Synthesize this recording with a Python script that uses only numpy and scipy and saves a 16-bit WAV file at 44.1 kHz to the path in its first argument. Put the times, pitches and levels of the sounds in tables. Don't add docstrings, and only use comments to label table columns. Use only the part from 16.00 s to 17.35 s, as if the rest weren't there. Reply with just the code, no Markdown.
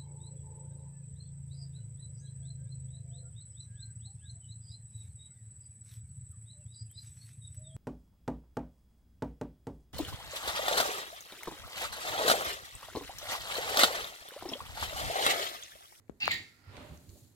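import sys
import numpy as np
from scipy import signal
from scipy.fft import rfft, irfft
from scipy.io import wavfile

SR = 44100
rng = np.random.default_rng(int(sys.argv[2]) if len(sys.argv) > 2 else 0)


def log_audio(samples):
    frames = np.atleast_2d(samples).T
    limited = np.clip(frames, -1, 1)
    pcm = np.round(limited * 32767).astype(np.int16)
    wavfile.write(sys.argv[1], SR, pcm)


N = 59535
T = np.arange(N) / SR
HZ = np.fft.rfftfreq(N, 1 / SR)
BAND_LIMIT_HZ = 15900

# frequency in Hz, left-right correlation from -1 to 1.
PAIR_LIKENESS = [(30, 0.26), (90, 0.73), (300, 0.76), (700, 0.16), (1400, 0.031), (4500, 0), (7000, 0.22),
                 (9500, 0.97), (16000, .85)]
# frequency in Hz, seconds to fall 60 dB.
ROOM_DECAY = [(100, 0.63), (800, 0.38), (2000, 0.41), (4200, 0.31), (7000, 0.37), (15000, 0.28)]
# pitch in Hz, level in dB.
ROOM_HUM = [(102, -72), (248, -76)]

# frequency in Hz, relative spectral level in dB.
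ROOM_COLOUR = [(15, -51), (25, -5), (107, 4.5), (193, -5.5), (267, -3.5), (1110, -15.5), (1240, -18),
               (1530, -17), (1850, -14), (2630, -25), (15500, -53)]
HANDLING_COLOUR = [(20, -42), (45, -15), (75, -4), (120, -3.5), (200, -10.5), (350, -10.5), (520, -21.5),
                   (1500, -50), (5000, -88)]
HISS_COLOUR = [(300, -46), (2900, -6), (4200, 3.5), (5500, -3.5), (7000, 4), (9000, -3), (12000, -1.5),
               (15500, -6)]
JET_COLOUR = [(100, -25), (400, -29.5), (1000, -13.5), (1550, -7), (2000, 3.5), (2500, 0.5), (3000, 1),
              (4700, -3.5), (5400, -12.5), (7300, -31), (8500, -25.5), (13500, -30.5), (15500, -15.5)]
SPRAY_COLOUR = [(200, -6.5), (900, -15), (1500, -12), (3500, 13), (5200, 5), (6000, -22.5), (6500, -0.5),
                (7100, 7), (8200, -13.5), (13800, -19.5), (15300, 2.5), (16000, -13)]
DROPLET_COLOUR = [(1500, -29.5), (4000, 12), (6000, 4.5), (9000, -3.5), (14000, -16)]
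CLOTH_COLOUR = [(60, -1.5), (250, -6), (430, 3), (620, 1.5), (1000, 1.5), (1600, -2.5), (2500, -3.5),
                (4300, -9), (5500, -19), (9000, -22.5), (16000, -50)]

# time in seconds, level in dB.
HANDLING_LEVEL = [(0, -85.5), (.2, -80.5), (.24, -54), (.33, -49.5), (.43, -58.5), (.5, -70), (.62, -72.5),
                  (.8, -52), (.87, -59.5), (.93, -55.5), (1.04, -64.5), (1.11, -57.5), (1.35, -67.5)]
HISS_LEVEL = [(0, -84.5), (.45, -73), (.68, -76), (.82, -68.5), (.96, -66.5), (1.06, -67), (1.11, -66),
              (1.18, -63.5), (1.25, -67), (1.35, -73.5)]
JET_LEVEL = [(.2, -60), (.2045, -42), (.218, -37), (.227, -32.5), (.25, -37.5), (.27, -34.5), (.303, -41),
             (.315, -30.5), (.327, -36.5), (.35, -61), (.39, -62.5), (.43, -87)]
WHISTLE_LEVEL = [(.203, -73.5), (.2125, -37.5), (.218, -45), (.2225, -39), (.226, -31), (.2315, -25),
                 (.236, -43), (.3, -50), (.312, -24), (.317, -47), (.3205, -24.5), (.327, -47),
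                 (.335, -40.5), (.344, -47), (.38, -51.5)]
CLOTH_LEVEL = [(.45, -103), (.56, -78), (.64, -70), (.71, -59), (.77, -50.5), (.82, -52), (.88, -56),
               (.95, -59.5), (1.02, -69), (1.13, -73.5), (1.19, -77.5), (1.35, -81)]
DRIBBLE_LEVEL = [(.46, -72), (.54, -71), (.62, -69.5), (.71, -63.5), (.78, -73), (.85, -89)]

# centre in Hz, width in Hz, relative level in dB.
PLASTIC_RESONANCES = [(2280, 210, 13.5), (2850, 170, 4), (4440, 270, 7), (6200, 560, 4.5)]
BARREL_BOWL_RESONANCES = [(820, 130, -14), (2620, 260, -10), (3600, 450, -8), (4200, 250, -11),
                          (4660, 300, -15), (7050, 500, -19)]
BOX_RESONANCES = [(258, 30, -10), (592, 78, -14), (764, 68, -15.5), (1167, 160, -24.5)]
DRIBBLE_RESONANCES = [(1370, 140, 2), (1980, 610, 2.5), (2920, 1500, -9), (4800, 1100, -2)]

# start in seconds, peak in dB, low and high edge in Hz, decay in seconds,
# left over right in dB.
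PLASTIC_TICKS = [(0.0804, -60, 595, 2540, 0.0021, 16), (0.0966, -54.5, 5940, 7900, 0.0021, 26),
                 (0.2033, -39.5, 3000, 6850, 0.0061, 3), (0.2568, -22, 880, 8500, .0006, 26),
                 (0.3416, -32, 5500, 10000, .0012, 5), (0.7677, -40, 1970, 4340, 0.0031, -6),
                 (0.9746, -46, 4700, 6900, 0.0021, -5.5), (1.0925, -46.5, 3800, 5960, 0.0017, -1),
                 (1.0996, -46.5, 4000, 12000, .002, 7)]
# start in seconds, peak of the swing in dB, low and high edge
# in Hz, snap relative to the swing in dB.
MICROPHONE_TAPS = [(0.0961, -28, 144, 448, -33), (0.279, -8.5, 551, 1464, -20)]
# start in seconds, level in dB, pitch in Hz, rise and decay in seconds.
TABLE_BUMPS = [(0.099, -53.5, 66.7, 0.0047, 0.016), (0.666, -47.5, 100, 0.027, 0.018),
               (.765, -53, 255, 0.02, 0.026), (0.787, -63, 102, 0.033, 0.011),
               (.8, -56.5, 596, 0.014, 0.07), (0.896, -47.5, 76, 0.04, 0.019),
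               (0.899, -49, 163, 0.0046, 0.043), (1.074, -51, 275, 0.0033, 0.014),
               (1.081, -48.5, 88.3, 0.016, 0.01), (1.156, -53.5, 580.4, 0.0011, 0.0085),
               (1.163, -68.5, 744, 0.0032, 0.016), (1.221, -57.5, 115.8, 0.0058, 0.033)]
# time in seconds, frequency in Hz.
NOZZLE_LOWER = [(.2, 2660), (.228, 2690), (.243, 2626), (.262, 2391), (.28, 2435), (.3, 2153), (.316, 2149),
                (.325, 1902), (.36, 1885)]
NOZZLE_UPPER = [(.204, 5014), (.215, 4700), (.232, 4480), (.255, 4200), (.32, 4098), (.342, 3830)]
# pitch in Hz, level in dB, seconds to fall 60 dB.
RING_TONES = [(1812, -44.5, 0.39), (1868, -32.5, 0.22), (2052, -43.5, 0.31), (2140, -44, 0.36),
              (3485, -41.5, 0.19), (3860, -38, 0.29), (4157, -53, 0.34), (4450, -50.5, 0.39),
              (4645, -41, 0.32)]

SPURT_S, RING_S = .308, .317


def amp(db):
    return 10 ** (np.asarray(db) / 20)


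def unit(x):
    return x / np.sqrt(np.mean(x ** 2) + 1e-20)


def over_hz(points, hz):
    f, value = np.transpose(points)
    return np.interp(np.log(hz + 1), np.log(f), value)


def over_time(points):
    return np.interp(T, *np.transpose(points))


def burst(points):
    return amp(np.interp(T, *np.transpose(points), left=-200, right=-200))


def struck(start, decay_s):
    return (T >= start) * np.exp(-abs(T - start) / decay_s)


def pan(db):
    return amp(np.array([[db], [-db]]) / 2)


def wander(hz):
    return unit(irfft(rfft(rng.standard_normal(N)) / (1 + (HZ / hz) ** 4), N))


def band(hz, width):
    phase = 2 * np.pi * np.cumsum(hz * np.ones(N)) / SR
    skirt = 1 / (1 + (2 * HZ / width) ** 2)
    a, b = irfft(rfft(rng.standard_normal((2, N))) * skirt, N)
    return unit(a * np.cos(phase) + b * np.sin(phase))


def resonant_noise(resonances):
    return sum(amp(db) * band(hz, width) for hz, width, db in resonances)


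def diffuse():
    a, b = rfft(rng.standard_normal((2, N)))
    likeness = np.clip(over_hz(PAIR_LIKENESS, HZ), -1, 1)
    return np.array([a, likeness * a + np.sqrt(1 - likeness ** 2) * b])


def noise(colour):
    return unit(irfft(diffuse() * amp(over_hz(colour, HZ)), N))


def room(x, build_s=0.0072):
    hz, t, spectra = signal.stft(irfft(diffuse(), N), SR, nperseg=256)
    decay = amp(-60 * t / over_hz(ROOM_DECAY, hz)[:, None])
    tail = signal.istft(spectra * decay, SR, nperseg=256)[1][:, :N]
    tail *= 1 - np.exp(-T / build_s)
    return signal.fftconvolve(x[None], tail / np.linalg.norm(tail[0]), axes=1)[:, :N]


def direct(x, lag_s):
    return np.array([x, irfft(rfft(x) * np.exp(-2j * np.pi * HZ * lag_s), N)])


def room_tone():
    hum = sum(amp(db) * band(hz, width=20) for hz, db in ROOM_HUM)
    return (amp(-73) * noise(ROOM_COLOUR) + hum) * pan(db=-4.5)


def handling():
    return noise(HANDLING_COLOUR) * amp(over_time(HANDLING_LEVEL)) * pan(db=-3.0)


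def thin_hiss(flicker_db=0.87):
    level_db = over_time(HISS_LEVEL) + flicker_db * wander(hz=60)
    return noise(HISS_COLOUR) * amp(level_db) * pan(db=0.5)


def ticks(wet_db=-8):
    out = np.zeros((2, N))
    for start, db, low_hz, high_hz, decay_s, side_db in PLASTIC_TICKS:
        crack = struck(start, decay_s) * rng.standard_normal((2, N))
        x = crack + sum(amp(gain_db) * signal.lfilter(*signal.iirpeak(hz, hz / width, fs=SR), crack)
                        for hz, width, gain_db in PLASTIC_RESONANCES)
        x = signal.sosfilt(signal.butter(3, low_hz, "high", fs=SR, output="sos"), x)
        x = signal.sosfilt(signal.butter(2, high_hz, fs=SR, output="sos"), x)
        sides = pan(side_db) / pan(side_db).max()
        out += amp(db) * x / abs(x).max() * sides
    return out + amp(wet_db) * room(out.mean(0))


def taps(rattle_db=-60.5, leak_db=-51, wet_db=-22.5):
    x = np.zeros(N)
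    for start, db, low_hz, high_hz, snap_db in MICROPHONE_TAPS:
        push = -signal.unit_impulse(N, round(start * SR))
        swing = signal.sosfilt(signal.butter(2, [low_hz, high_hz], "band", fs=SR, output="sos"), push)
        snap = struck(start, decay_s=.0004) * rng.standard_normal(N)
        rattle = struck(start, decay_s=0.012) * band(hz=943, width=2400)
        x += amp(db) * (swing / abs(swing).max() + amp(snap_db) * snap) + amp(rattle_db) * rattle
    return np.array([x, amp(leak_db) * x]) + amp(wet_db) * room(x)


def bumps(roughness=0.53, relative_width=0.34, wet_db=-7.5):
    x = np.zeros(N)
    for start, db, hz, rise_s, decay_s in TABLE_BUMPS:
        age = T - start
        swing = np.sin(2 * np.pi * hz * age) + roughness * band(hz, hz * relative_width)
        envelope = np.clip(age / rise_s, 0, 1) * np.exp(-np.maximum(age - rise_s, 0) / decay_s)
        x += amp(db) * envelope * swing
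    return (x + amp(wet_db) * room(x)) * pan(db=-5)


def jet(sputter=0.25, direct_db=-3, wet_db=-3.5):
    lower = amp(-1) * band(over_time(NOZZLE_LOWER), width=220)
    upper = amp(-3) * band(over_time(NOZZLE_UPPER), width=470)
    body = resonant_noise(BARREL_BOWL_RESONANCES)
    hiss = amp(0.5) * noise(JET_COLOUR)[0]
    x = unit((lower + upper + body + hiss) * np.exp(sputter * wander(hz=257))) * burst(JET_LEVEL)
    return (amp(direct_db) * direct(x, lag_s=0.000179) + amp(wet_db) * room(x)) * pan(db=-1.5)


def whistle(wobble=0.01613, wet_db=-14):
    hz = over_time(NOZZLE_LOWER) * (1 + wobble * wander(hz=150))
    x = np.sqrt(2) * np.sin(2 * np.pi * np.cumsum(hz) / SR) * burst(WHISTLE_LEVEL)
    return direct(x, lag_s=0.00017) + amp(wet_db) * room(x)


def spurt(level_db=-33, rise_s=0.0028, fade_db_per_s=337, grain=0.55, wet_db=-9.5):
    age = T - SPURT_S
    envelope = np.clip(age / rise_s, 0, 1) * amp(level_db - fade_db_per_s * np.maximum(age - rise_s, 0))
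    x = unit(noise(SPRAY_COLOUR) * np.exp(grain * wander(hz=500))) * envelope
    return (x + amp(wet_db) * room(x[0])) * pan(db=-1.0)


def droplets(first_per_s=740, thinning_s=0.19, fade_db_per_s=63, spread_db=3, wet_db=-4):
    age = np.maximum(T - SPURT_S, 0)
    drops_per_s = first_per_s * np.exp(-age / thinning_s)
    lands = (age > 0) * (rng.random(N) < drops_per_s / SR)
    size_db = spread_db * np.minimum(rng.exponential(1, (2, N)), 2)
    impacts = lands * amp(-40.5 - fade_db_per_s * age + size_db) * rng.choice([-1, 1], N)
    x = irfft(rfft(impacts) * amp(over_hz(DROPLET_COLOUR, HZ)), N)
    return x + amp(wet_db) * room(x[0])


def ring(rise_s=0.012, waver_rad=0.42):
    age = np.maximum(T - RING_S, 0)
    x = np.zeros(N)
    for hz, db, t60 in RING_TONES:
        phase = 2 * np.pi * (hz * age + rng.random()) + waver_rad * wander(hz=40)
        x += amp(db - 60 * age / t60) * np.sin(phase)
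    return direct(x * np.minimum(age / rise_s, 1), lag_s=.00006) * pan(db=-6.0)


def cloth(grain=0.094):
    hollow = resonant_noise(BOX_RESONANCES)
    rubbing = (noise(CLOTH_COLOUR) + hollow) * np.exp(grain * wander(hz=180))
    return unit(rubbing) * burst(CLOTH_LEVEL) * pan(db=-2.5)


def dribble(grain=0.21):
    fizz = np.array([resonant_noise(DRIBBLE_RESONANCES) for channel in range(2)])
    return unit(fizz * np.exp(grain * wander(hz=200))) * burst(DRIBBLE_LEVEL) * pan(db=-8.5)


def scene():
    squirt = jet() + whistle() + spurt() + ring() + droplets()
    knocks = taps() + ticks() + bumps()
    return squirt + knocks + cloth() + handling() + thin_hiss() + room_tone() + dribble()


def record(dry):
    lowpass = signal.firwin(511, BAND_LIMIT_HZ, window=("kaiser", 9), fs=SR)
    return signal.oaconvolve(dry, lowpass[None], "same")


dry = scene()
out = record(dry)
log_audio(out)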